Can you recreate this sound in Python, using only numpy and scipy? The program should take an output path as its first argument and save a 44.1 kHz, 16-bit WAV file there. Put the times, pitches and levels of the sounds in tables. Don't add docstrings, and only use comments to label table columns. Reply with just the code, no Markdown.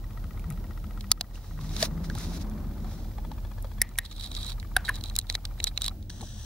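import sys
import numpy as np
from scipy import signal
from scipy.fft import rfft, irfft, next_fast_len
from scipy.io import wavfile
from scipy.ndimage import uniform_filter1d

SR = 44100
rng = np.random.default_rng(int(sys.argv[2]) if len(sys.argv) > 2 else 0)


def dump(signal):
    limited = np.clip(np.atleast_2d(signal).T, -1, 1)
    pcm = np.round(limited * 32767).astype(np.int16)
    wavfile.write(sys.argv[1], SR, pcm)


def gain_from_decibels(decibels):
    exponent = np.asarray(decibels, float) / 20
    return 10 ** exponent


N = 284423
T_S = np.arange(N) / SR

AIR_DB, MEAN_WEIGHT_DB = -64, -45.5
DRIVE_STOP_S = 5.93
PORT_HZ = 3950


def rms_one(x):
    return x / np.sqrt(np.mean(x ** 2) + 1e-20)


def evened(x, span_s=0.13):
    return x / np.sqrt(uniform_filter1d(np.mean(x ** 2, axis=0), int(span_s * SR)) + 1e-20)


def at_hz(points, hz):
    point_hz, value = np.transpose(points)
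    return np.interp(np.log(hz), np.log(point_hz), value)


def drift(rate_hz):
    r = np.exp(-80 * np.pi * rate_hz / SR)
    slow = signal.lfilter([1], [1, -2 * r, r * r], rng.standard_normal(N // 40 + 2002))[2000:]
    return np.interp(np.arange(N) / 40, np.arange(len(slow)), rms_one(slow))


def resonate(x, hz, width_hz):
    r = np.exp(-np.pi * width_hz / SR)
    top = np.array([1, 0, -1]) * (1 - r * r) / 2
    return signal.lfilter(top, [1, -2 * r * np.cos(2 * np.pi * hz / SR), r * r], x)


def resonate_twice(x, hz, width_hz):
    return resonate(resonate(x, hz, width_hz), hz, width_hz)


def band(x, low_hz, high_hz):
    edges_hz = [low_hz, min(high_hz, .45 * SR)]
    return signal.sosfilt(signal.butter(2, edges_hz, "band", fs=SR, output="sos"), x)


def place(x, lean_db, lag=0.):
    n = next_fast_len(x.shape[-1])
    left, right = np.broadcast_to(x, (2, x.shape[-1]))
    if lag:
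        delay = np.exp(-2j * np.pi * np.fft.rfftfreq(n) * lag)
        right = irfft(rfft(right, n) * delay, n)[:len(left)]
    return np.array([left * gain_from_decibels(lean_db / 2), right * gain_from_decibels(-lean_db / 2)])


def apart(noise, share):
    return (noise[0] + share * noise[1] * np.array([[1], [-1]])) / np.sqrt(1 + share ** 2)


def coloured(spectrum):
    # f/Hz, likeness/1
    likeness = [(60, 0.99), (150, 0.94), (380, 0.8), (950, 1), (2380, 0.059), (5980, 0.082), (15000, 0.031)]
    # f/Hz, level/dB
    left_lean = [(60, 0.5), (150, 2), (380, 1), (950, -5.5), (2380, -7), (5980, -0.5), (15000, 0.5)]
    n = next_fast_len(N, real=True)
    hz = np.maximum(np.fft.rfftfreq(n, 1 / SR), 1)
    mid, side = rfft(rng.standard_normal((2, N)), n)
    alike = np.clip(at_hz(likeness, hz), -1, 1)
    lean = gain_from_decibels(at_hz(left_lean, hz) / 2)
    pair = np.sqrt(1 + alike) * mid + np.sqrt(1 - alike) * side * [[1], [-1]]
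    return rms_one(irfft(pair * gain_from_decibels(at_hz(spectrum, hz)) * [lean, 1 / lean], n)[:, :N])


def gain_control():
    # t/s, depth/dB
    ducks = [(0.0, 2), (1.116, 7.5), (1.21, 3), (1.83, 0.5), (3.817, 5), (3.987, 6.5), (4.766, 0),
             (5.19, 3.5), (5.35, 3.5), (5.64, 3.5), (5.88, 2.5), (6.099, 2.5), (6.3, 1.5)]
    drop_s, recover_db_per_s = 0.018, 14
    depths_db = []
    for s, db in ducks:
        since_s = T_S - s
        depth_db = np.minimum(db * since_s / drop_s, db - recover_db_per_s * since_s)
        depths_db.append(np.clip(depth_db, 0, None))
    return -np.max(depths_db, axis=0)


def shifting_weight():
    # t/s, level/dB
    weight = [(0.0, -49.5), (0.41, -47), (0.57, -47), (0.93, -49), (1.11, -54), (1.33, -53.5), (1.63, -48),
              (1.85, -41.5), (2.86, -42.5), (3.09, -47), (3.57, -49.5), (4.04, -56), (4.44, -50.5),
              (4.63, -51.5), (4.99, -48), (5.19, -53), (6.11, -50), (6.45, -54)]
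    s, db = np.transpose(weight)
    return np.interp(T_S, s, db) - MEAN_WEIGHT_DB


def drive_stopped():
    return np.clip((T_S - DRIVE_STOP_S) / 0.15, 0, 1)


def machine_hums(gain_db):
    high_hz, low_hz, in_step_s = 42.06, 36.76, .03
    turn = 2 * np.pi * (T_S - in_step_s)
    port_phase = np.array([[0], [-.32]])
    hum = gain_from_decibels(-37.5 - 30 * drive_stopped()) * np.cos(high_hz * turn + port_phase)
    hum = hum + gain_from_decibels(-44.5) * np.cos(low_hz * turn + port_phase)
    return place(np.sqrt(2) * hum * gain_from_decibels(gain_db + 0.62 * drift(5.9)), -0.43)


def rumble(gain_db, weight_db):
    # f/Hz, density/dB per Hz
    rumble_spectrum = [(11, -44.5), (18, 2.5), (38, -14.5), (60, -4), (105, -3), (158, -0.5), (236, -19.5),
                       (325, -20.5), (429, -31.5), (500, -27.5), (650, -26), (1100, -120)]
    # f/Hz, width/Hz, level/dB
    drone_modes = [(73.4, 7.5, -4), (99.5, 19, -4.5), (165.2, 3.6, -7), (208, 11.6, -2),
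                   (250.1, 8.8, -10.5), (308.6, 9.2, -14.5), (364.7, 7, -18)]
    white = rng.standard_normal(N)
    tones = sum(gain_from_decibels(db) * rms_one(resonate_twice(white, hz, w * 1.4)) for hz, w, db in drone_modes)
    low = coloured(rumble_spectrum) + 0.35 * place(tones, 0.87)
    under = evened(band(low, 51.7, 118.4), span_s=0.14) * gain_from_decibels(-36.5 + gain_db + 0.32 * weight_db)
    over_db = 6.5 + MEAN_WEIGHT_DB + weight_db + 1.3 * drift(7.3)
    return under + evened(band(low, 120.0, 530)) * gain_from_decibels(over_db)


def hiss(gain_db):
    # f/Hz, density/dB per Hz
    hiss_spectrum = [(240, -27.5), (400, -8), (432, 0), (918, -3.5), (1070, -40), (1250, -15),
                     (1520, -11.5), (1830, -15), (2610, -15.5), (3840, -11), (5300, -12), (8540, -17.5),
                     (15800, -8.5)]
    whine_hz, top_hz = 15613, 15800
    stop = drive_stopped()
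    whine = gain_from_decibels(-2) * np.sin(2 * np.pi * whine_hz * T_S + 1.2 * drift(8) + [[0], [1.2]])
    low_pass = signal.cheby2(10, 40, top_hz + 300, fs=SR, output="sos")
    topped = signal.sosfilt(low_pass, coloured(hiss_spectrum))
    topped = topped - 0.65 * stop * resonate(topped, 12400, 4000)
    return gain_from_decibels(AIR_DB + 0.75 * gain_db) * (gain_from_decibels(8.5 - 5.5 * stop) * topped + whine)


def shuffle(weight_db):
    hush_db, hush_s = -16, 0.16
    level_db = -54 + weight_db + hush_db * drive_stopped() * (T_S < DRIVE_STOP_S + hush_s)
    level_db = level_db + 2.2 * drift(18) + 1.5 * drift(4)
    mid, side = band(rng.standard_normal((2, N)), 397, 1140) * gain_from_decibels(level_db - 2.2 * 0)
    return 3.35 * (place(mid, 1.1) + 0.43 * side * [[1], [-1]])


def lumps(weight_db):
    lumps_per_s, cycles = 90, 5.0
    strength_db = 3.0 * np.minimum(rng.exponential(1, N), 4)
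    gives = (rng.random(N) < lumps_per_s / SR) * gain_from_decibels(strength_db) * rng.choice([-1, 1], N)
    dealt = rng.integers(0, 8, N)
    rung = np.zeros(N)
    for k, hz in enumerate(np.geomspace(140, 400, 8)):
        rung += resonate_twice(gives * (dealt == k) + 1e-18, hz, hz / cycles) / hz
    return place(rms_one(rung) * gain_from_decibels(-55 + 1.28 * weight_db), 1.6)


def lens_drive(gain_db):
    # [(f/Hz, level/dB, t60/s, late/s)]
    grips = [
        (0.0, [(730, -8, .04, .008), (1275, 3, .016, 0), (1030, -8, .012, 0), (1900, -3, .04, 0), (3950, -15, .008, .002), (5350, -17, .006, .001)]),
        (1.2, [(740, -6, .035, .009), (1230, 0, .014, 0), (1000, -5, .012, 0), (1900, -4, .04, .001), (4900, -16, .008, .004)]),
        (2.3, [(770, -1, .03, .008), (1270, -1, .016, 0), (1870, -9, .016, .002), (2400, -15, .02, .003), (3450, -13, .012, .003), (4400, -13, .01, .003)]),
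        (3.12, [(870, 3, .018, .004), (620, -2, .015, .004), (1250, -2, .02, 0), (1720, -9, .02, .006), (2330, -12, .03, .006), (3420, -8, .014, .005), (4250, -12, .01, .005)]),
        (3.9, [(830, -2, .018, .005), (680, -4, .02, .004), (1215, 1, .022, 0), (1750, -8, .016, .002), (2340, -11, .025, .003), (4000, -14, .01, .003)]),
        (4.8, [(760, -1, .02, .005), (1230, 2, .016, -.004), (1820, -7, .016, -.003), (2330, -13, .03, 0)]),
    ]
    start_s, steps_per_s = .0372, 14.98
    backlash_s, backlash_db = 0.0294, -22
    since = (T_S - start_s) % (1 / steps_per_s)
    step = ((T_S - start_s) * steps_per_s + 1.3).astype(int)
    rattle = np.e * since / 0.0033 * np.exp(-since / 0.0034)
    rattle = rattle + 0.23 * np.exp(-((since - .06) / 0.0093) ** 2)
    knock = np.diff(1. * (since > .0045), prepend=1) > 0
    loose = rng.standard_normal(N)
    push = 0.6 * loose * rattle + 12.0 * knock
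    touch = loose * np.exp(-((since - backlash_s) / 0.0028) ** 2)
    out = gain_from_decibels(backlash_db) * band(touch, 2300, 5800)
    ends_s = [s for s, _ in grips[1:]] + [N / SR]
    for (grip_s, modes), end_s in zip(grips, ends_s):
        held = slice(round(grip_s * SR), round(end_s * SR))
        for hz, db, t60, late_s in modes:
            step_amp = gain_from_decibels(db + 1.3 * rng.standard_normal(step.max() + 1))
            strength = step_amp[step[held]] * np.sqrt(t60 / 0.026)
            late_push = np.roll(push, round(late_s * SR))[held]
            out[held] += resonate(late_push * strength + 1e-18, hz, np.log(1000) / np.pi / t60)
    return place(rms_one(out) * gain_from_decibels(AIR_DB + gain_db + 4.5) * (T_S < DRIVE_STOP_S), 6.7)


def snaps(events, length_s, tail_db, tail_s, broad, lean_db, lag, share, width, crack_hz, crack_width,
          low, creep_db, size, crack_share, follows, port_width, square, airy):
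    n, lead = size, 600
    out, t = np.zeros((2, N + n)), (np.arange(n) - lead) / SR
    after = np.maximum(t, 0)
    rise = 1 - np.exp(-after / 0.0003)
    cluster = rise * np.exp(-(after / length_s) ** square)
    sharp = rise * np.exp(-after / (0.2 * length_s))
    spray = rise * np.exp(-(after / (crack_share * length_s)) ** 1.7)
    creep = gain_from_decibels(creep_db) * np.exp(np.minimum(t, 0) / 0.006) * (t < 0)
    tail = gain_from_decibels(tail_db) * np.exp(-after / tail_s) * (t > 0)
    release = 11.0 * (np.arange(n) == lead + 20)
    for s, crack_db, hz, body_db, port_hz, port_db in events:
        a, b, c = rng.standard_normal((3, 2, n))
        a, b, c = apart(a, 2 * share), apart(b, share), apart(c, share)
        push = a * (cluster + 2 * creep) + release
        slap = band(a * sharp, 580, min(2800, 2.3 * hz)) + low * band(a * sharp, 320, 1040)
        slap_db = np.clip(follows * (crack_db - body_db), -12, 6)
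        body = resonate(resonate(push, hz, width * hz), hz, .5 * hz) + broad * gain_from_decibels(slap_db) * slap
        body = body + 1.8 * resonate_twice(b * tail, hz, 0.2 * hz) + 0.44 * band(b * tail, 500, 2600)
        port = resonate(b * (cluster + creep + 0.11 * tail), port_hz, port_width * port_hz)
        port = port + 0.34 * band(b * sharp, 3700, 7840)
        crack = resonate(c * spray, crack_hz, crack_width) + airy * c * spray
        crack = band(crack, 5240, 15600)
        body, port, crack = [gain_from_decibels(db) * v / np.abs(v).max() for v, db in
                             ((body, body_db + 8.0), (port, port_db + 3.0), (crack, crack_db - 0.5))]
        i = round(s * SR) - lead
        out[:, i:i + n] += place(body, 0.44) + place(port, lean_db, lag) + place(crack, 0.35, lag)
    return out[:, :N]


def case_knocks():
    # t/s, crack peak level/dB, body f/Hz, body level/dB, port level/dB
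    knocks = [(0.3947, -35, 2300, -50, -75), (0.42, -55, 2350, -57, -65), (0.5022, -28, 2040, -47, -58),
              (0.5232, -36, 2360, -55, -52), (0.56, -55, 2000, -59, -65), (1.008, -40, 690, -52, -33.5),
              (1.1156, -4, 1270, -27, -5.5), (1.2095, -21.5, 690, -34.5, -18),
              (1.3554, -43, 2780, -49, -65), (1.59, -49, 1050, -44, -62), (1.611, -39, 940, -46, -41),
              (1.7642, -45, 1300, -42, -26), (1.8261, -38, 1750, -29, -12), (2.099, -48, 1600, -36, -35.5),
              (2.1511, -32, 833, -40, -33), (2.156, -47, 830, -41, -48), (2.178, -55, 1200, -46, -60),
              (2.207, -55, 1900, -48, -60), (2.8445, -47, 721, -46, -58), (3.1832, -72, 830, -42.5, -51),
              (3.3154, -64, 850, -42.5, -41.5), (3.6245, -29, 533, -66, -68),
              (3.6449, -56, 536, -38.5, -46), (3.956, -51, 2340, -48, -65), (4.8965, -32, 1030, -32, -45),
              (4.7655, -20, 750, -26, -19), (4.7665, -30, 2900, -30, -30), (5.4525, -40, 1500, -46, -28),
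              (3.9865, -14, 1053, -42, -41), (6.0257, -46, 582, -81, -46),
              (6.1004, -44.5, 1640, -45.5, -35), (6.2086, -43, 870, -46.5, -39)]
    port_hz_per_db = 67.5
    events = [(s, crack, hz, body, PORT_HZ + port_hz_per_db * max(port + 21, 0), port)
              for s, crack, hz, body, port in knocks]
    return snaps(events, 0.0032, -22.0, 0.0037, 0.96, lean_db=-1.5, lag=1.8, share=0.38, width=0.098,
                 crack_hz=11700, crack_width=3600, low=1.5, creep_db=-32, size=3000, crack_share=0.61,
                 follows=0.25, port_width=.2, square=1.7, airy=.17)


def thuds():
    # t/s, f/Hz, swell/s, level/dB
    paw_falls = [(.51, 161, 0.039, -34), (1.831, 665, 0.0049, -23.5), (1.832, 500, 0.0065, -38),
                 (2.56, 215, 0.052, -40.5), (2.82, 200, 0.046, -42.5), (1.05, 201, 0.075, -45),
                 (1.652, 152.6, 0.1, -38), (2.0, 166, 0.1, -35.5), (2.17, 122.2, 0.018, -32),
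                 (3.78, 210.4, 0.04, -45.5), (6.22, 228.3, 0.047, -49), (6.23, 773, 0.0031, -40.5),
                 (6.24, 620, 0.0093, -51), (6.232, 1084, 0.0041, -52), (6.235, 330, 0.015, -51),
                 (6.223, 434, 0.0068, -49)]
    tones, wobble = np.zeros(N), drift(17.5)
    for s, hz, swell_s, db in paw_falls:
        first, last = round((s - 3 * swell_s) * SR), round((s + 3 * swell_s) * SR)
        i = np.arange(max(first, 0), min(last, N))
        swell = np.exp(-((i / SR - s) / swell_s) ** 2)
        tones[i] += gain_from_decibels(db) * swell * np.sin(2 * np.pi * hz * i / SR + wobble[i])
    return place(np.sqrt(2) * tones, 1.9)


def stroked(strokes):
    levels_db = []
    for s, rise_s, hold_s, fall_s, db in strokes:
        slope = np.minimum((T_S - s) / rise_s, (s + hold_s - T_S) / fall_s)
        levels_db.append(db + 20 * np.minimum(slope, 0))
    return np.max(levels_db, axis=0)


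def rubbing(strokes, ring, lean_db, share, grain_db, clump_db, bright_db, harder, dull_db, top_hz, skirt, notch):
    notch_hz, grains_per_s = 2680, 4000
    brush_db = np.maximum(stroked(strokes), -120)
    slip_amp = gain_from_decibels(grain_db * np.minimum(rng.exponential(1, (2, N)), 4))
    slips = (rng.random((2, N)) < grains_per_s / SR) * slip_amp * rng.choice([-1, 1], (2, N))
    grains = rms_one(slips) + .8 * rng.standard_normal((2, N))
    fibres = apart(grains, share) * gain_from_decibels(clump_db * drift(66))
    rung = sum(gain_from_decibels(db) * resonate(resonate(fibres, hz, w), hz, skirt * w) for hz, w, db in ring)
    brush = rms_one(band(band(rung, 2900, 10000), 2900, 10000))
    brush = brush - notch * resonate(brush, notch_hz, 650)
    brush = brush + gain_from_decibels(dull_db) * rms_one(band(band(fibres, 600, 3100), 500, 3500))
    bright = rms_one(band(fibres, 4600, top_hz))
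    bright_level_db = brush_db + bright_db + harder * (brush_db + 39.0)
    return place(brush * gain_from_decibels(brush_db + 2.0), lean_db, 2.08) + place(bright * gain_from_decibels(bright_level_db), -0.5, 1.57)


def cloth_brushing():
    # peak t/s, rise/s, hold/s, fall/s, level/dB
    cloth = [
        (1.346, 0.021, 0.017, 0.078, -58),
        (1.452, 0.21, .02, 0.43, -63),
        (1.61, 0.019, 0.043, 0.26, -55.5),
        (1.755, 0.13, 0.022, 0.079, -48),
        (1.81, 0.055, 0.043, 0.022, -36.5),
        (2.044, 0.014, .005, 0.04, -50.5),
        (2.18, 0.054, 0.065, 0.13, -48),
        (2.35, 0.4, 0.027, 0.018, -50.5),
        (2.415, 0.038, 0.011, 0.013, -49.5),
        (2.926, 0.24, .01, 0.29, -58.5),
    ]
    # f/Hz, width/Hz, level/dB
    cloth_ring = [(4000, 600, -4), (4900, 4100, -2.5)]
    return rubbing(cloth, cloth_ring, -1.3, 0.67, 1.1, 1.0, bright_db=-2.5, harder=0.13, dull_db=-5.5,
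                   top_hz=15800, skirt=2.7, notch=.2)


def strap_ticks():
    # t/s, crack peak level/dB, buckle f/Hz, buckle level/dB, port level/dB
    buckle = [
        (4.465, -26.5, 1670, -52, -43),
        (4.628, -42, 1860, -40.5, -59),
        (5.188, -5, 1760, -37, -18.5),
        (5.299, -46, 2080, -29, -16.5),
        (5.3516, -19.5, 2060, -27, -17),
        (5.6014, -57, 2160, -30.5, -26.5),
        (5.641, -3.5, 2310, -47, -20.5),
        (5.6699, -41, 2250, -35.5, -20.5),
        (5.7754, -48.5, 2310, -29.5, -17),
    ]
    # t/s, crack peak level/dB, body level/dB, port level/dB
    edge_ticks = [(1.6922, -45, -62, -40), (2.1854, -26.5, -65, -60), (2.4974, -37, -65, -62),
                  (3.891, -40, -57, -49), (3.979, -20.5, -65, -58), (4.164, -36, -64, -41),
                  (4.3158, -34, -49, -32.5), (4.5986, -34, -65, -36), (4.849, -47, -61.5, -34),
                  (4.9558, -28, -63, -33), (4.9852, -44, -65, -48), (5.01, -36, -64, -37),
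                  (5.038, -23, -54, -27), (5.058, -45, -67, -35), (5.0847, -47, -62, -38),
                  (5.098, -48, -56, -31), (5.154, -23, -57, -30), (5.163, -10, -51, -24),
                  (5.197, -28, -56, -35), (5.213, -48, -66, -39.5), (5.2683, -44, -65, -44),
                  (5.3252, -28, -49, -41), (5.4522, -25, -53, -24), (5.8114, -39, -42, -30),
                  (5.8187, -14.5, -41, -19), (5.8429, -34, -47, -21.5), (5.862, -19, -54, -23),
                  (5.8805, -18, -35.5, -18.5), (6.2145, -31, -50, -41.5)]
    # t/s, peak level/dB
    catches = [(4.0525, -36), (4.0605, -33), (4.1122, -33), (4.116, -32), (4.1262, -34.5), (4.1804, -35),
               (4.2095, -30.5), (4.2258, -32), (4.2363, -28), (4.242, -26.5), (4.2624, -34.5),
               (4.2725, -34), (4.342, -36), (4.35, -23), (4.3647, -27), (4.409, -35), (4.4294, -25.5),
               (4.446, -29), (4.4782, -31), (4.494, -29), (4.502, -27.5), (4.519, -36), (4.5267, -36),
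               (4.9422, -33), (4.948, -38), (4.9634, -33), (5.2237, -45), (5.6784, -27), (5.7623, -39),
               (5.833, -27), (5.8526, -23), (5.894, -35)]
    strap_body_hz, port_spread = 1140, 0.025
    ticks = list(buckle)
    ticks += [(s, crack, strap_body_hz, body, port) for s, crack, body, port in edge_ticks]
    ticks += [(s, db - 14, strap_body_hz, db - 41, db - 4.5) for s, db in catches]
    ports_hz = PORT_HZ * (1 + port_spread * rng.standard_normal(len(ticks)))
    events = [(s, crack, hz, body, port_hz, port)
              for (s, crack, hz, body, port), port_hz in zip(ticks, ports_hz)]
    return snaps(events, 0.0025, -14, 0.0053, 3.0, lean_db=-3.5, lag=2.07, share=0.5, width=0.5,
                 crack_hz=7820, crack_width=5000, low=1.2, creep_db=-26.0, size=2200, crack_share=0.37,
                 follows=.01, port_width=0.065, square=1.83, airy=.04)


def mouth_smacks():
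    # t/s, crack peak level/dB, mouth f/Hz, mouth level/dB, upper f/Hz
    smacks = [
        (3.8162, -4.5, 1884, -20.5, 5210),
        (3.9858, -12, 1843, -24.5, 3770),
        (4.7648, -11.5, 1520, -16.5, 3800),
        (4.8805, -37, 1730, -33.5, 3950),
        (4.8871, -34, 1572, -27, 4080),
        (4.891, -23, 1706, -22.5, 4000),
    ]
    upper_db = -13
    events = [(*smack, smack[1] + upper_db) for smack in smacks]
    return snaps(events, 0.0052, -30, 0.042, 0.4, lean_db=4.0, lag=0.75, share=0.14, width=0.13,
                 crack_hz=10220, crack_width=1000, low=0.49, creep_db=-24, size=7000, crack_share=0.67,
                 follows=0.011, port_width=0.066, square=3.0, airy=.2)


def strap_dragging():
    # peak t/s, rise/s, hold/s, fall/s, level/dB
    strap = [(4.05, 0.0085, 0.006, 0.018, -43), (4.12, 0.03, 0.0032, 0.028, -47),
             (4.166, .018, .004, .02, -54), (4.235, 0.17, 0.033, 0.035, -45),
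             (4.35, 0.04, 0.025, 0.057, -45), (4.42, 0.27, 0.11, 0.012, -46),
             (4.85, 0.0096, 0.033, 0.046, -44), (4.952, 0.036, .003, 0.049, -46),
             (5.05, 0.0067, .003, 0.064, -46.5), (5.296, 0.015, 0.015, 0.018, -44.5),
             (5.348, 0.015, 0.009, 0.0041, -39), (5.448, .018, .004, 0.0091, -67),
             (5.597, 0.034, 0.0037, .01, -60), (5.627, 0.013, 0.0059, 0.042, -49),
             (5.672, 0.01, 0.0055, 0.017, -34), (5.77, 0.034, 0.012, 0.027, -56.5),
             (5.806, 0.0087, 0.024, .004, -61), (5.842, 0.026, 0.0067, 0.0047, -41),
             (5.852, .01, 0.023, 0.011, -44.5)]
    # f/Hz, width/Hz, level/dB
    case_modes = [(3870, 800, 2), (3330, 420, -5.5), (4450, 650, -9), (5700, 1500, -14)]
    return rubbing(strap, case_modes, -4.5, 0.58, 6.1, 2.8, bright_db=-8.0, harder=-0.22, dull_db=-13.5,
                   top_hz=13000, skirt=0.85, notch=0.68)


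def whirr():
    # f/Hz, width/Hz, level/dB
    whirr_modes = [(1760, 120, 13), (3410, 71, 17), (3910, 190, 18.5), (4840, 250, 12), (5840, 160, 21.5),
                   (7700, 310, 10), (10000, 280, -26), (13750, 210, 4)]
    start_s, kick_db, kick_s = 6.097, 15, .008
    throb_hz, throb_db, spin_up_s = 56, -1.5, 0.11
    white = apart(rng.standard_normal((2, N)), 0.61)
    tone = sum(gain_from_decibels(db) * resonate(white, hz, 2.6 * w) for hz, w, db in whirr_modes)
    on = np.maximum(T_S - start_s, 0)
    level_db = -52.5 + kick_db * np.exp(-on / kick_s) + 1.1 * drift(33.6)
    level_db = level_db + throb_db * np.sin(2 * np.pi * throb_hz * on)
    level_db = level_db + 1.5 * np.tanh((on - spin_up_s) / 0.018)
    return place(rms_one(tone) * gain_from_decibels(level_db) * (on > 0), 2.0, 1.9)


def scene():
    gain_db, weight_db = gain_control(), shifting_weight()
    room = machine_hums(gain_db) + rumble(gain_db, weight_db) + hiss(gain_db)
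    bedding = shuffle(weight_db) + lumps(weight_db) + thuds()
    handling = case_knocks() + cloth_brushing() + strap_ticks() + strap_dragging()
    return room + bedding + handling + mouth_smacks() + lens_drive(gain_db) + whirr()


def roll_off(x):
    return signal.sosfilt(signal.butter(12, 17110, fs=SR, output="sos"), x)


def record(dry):
    mic_top_hz = 15950
    dry = signal.sosfilt(signal.butter(18, mic_top_hz, fs=SR, output="sos"), dry)
    return roll_off(0.91 * np.tanh(dry / 0.88))


dry = scene()
out = record(dry)
dump(out)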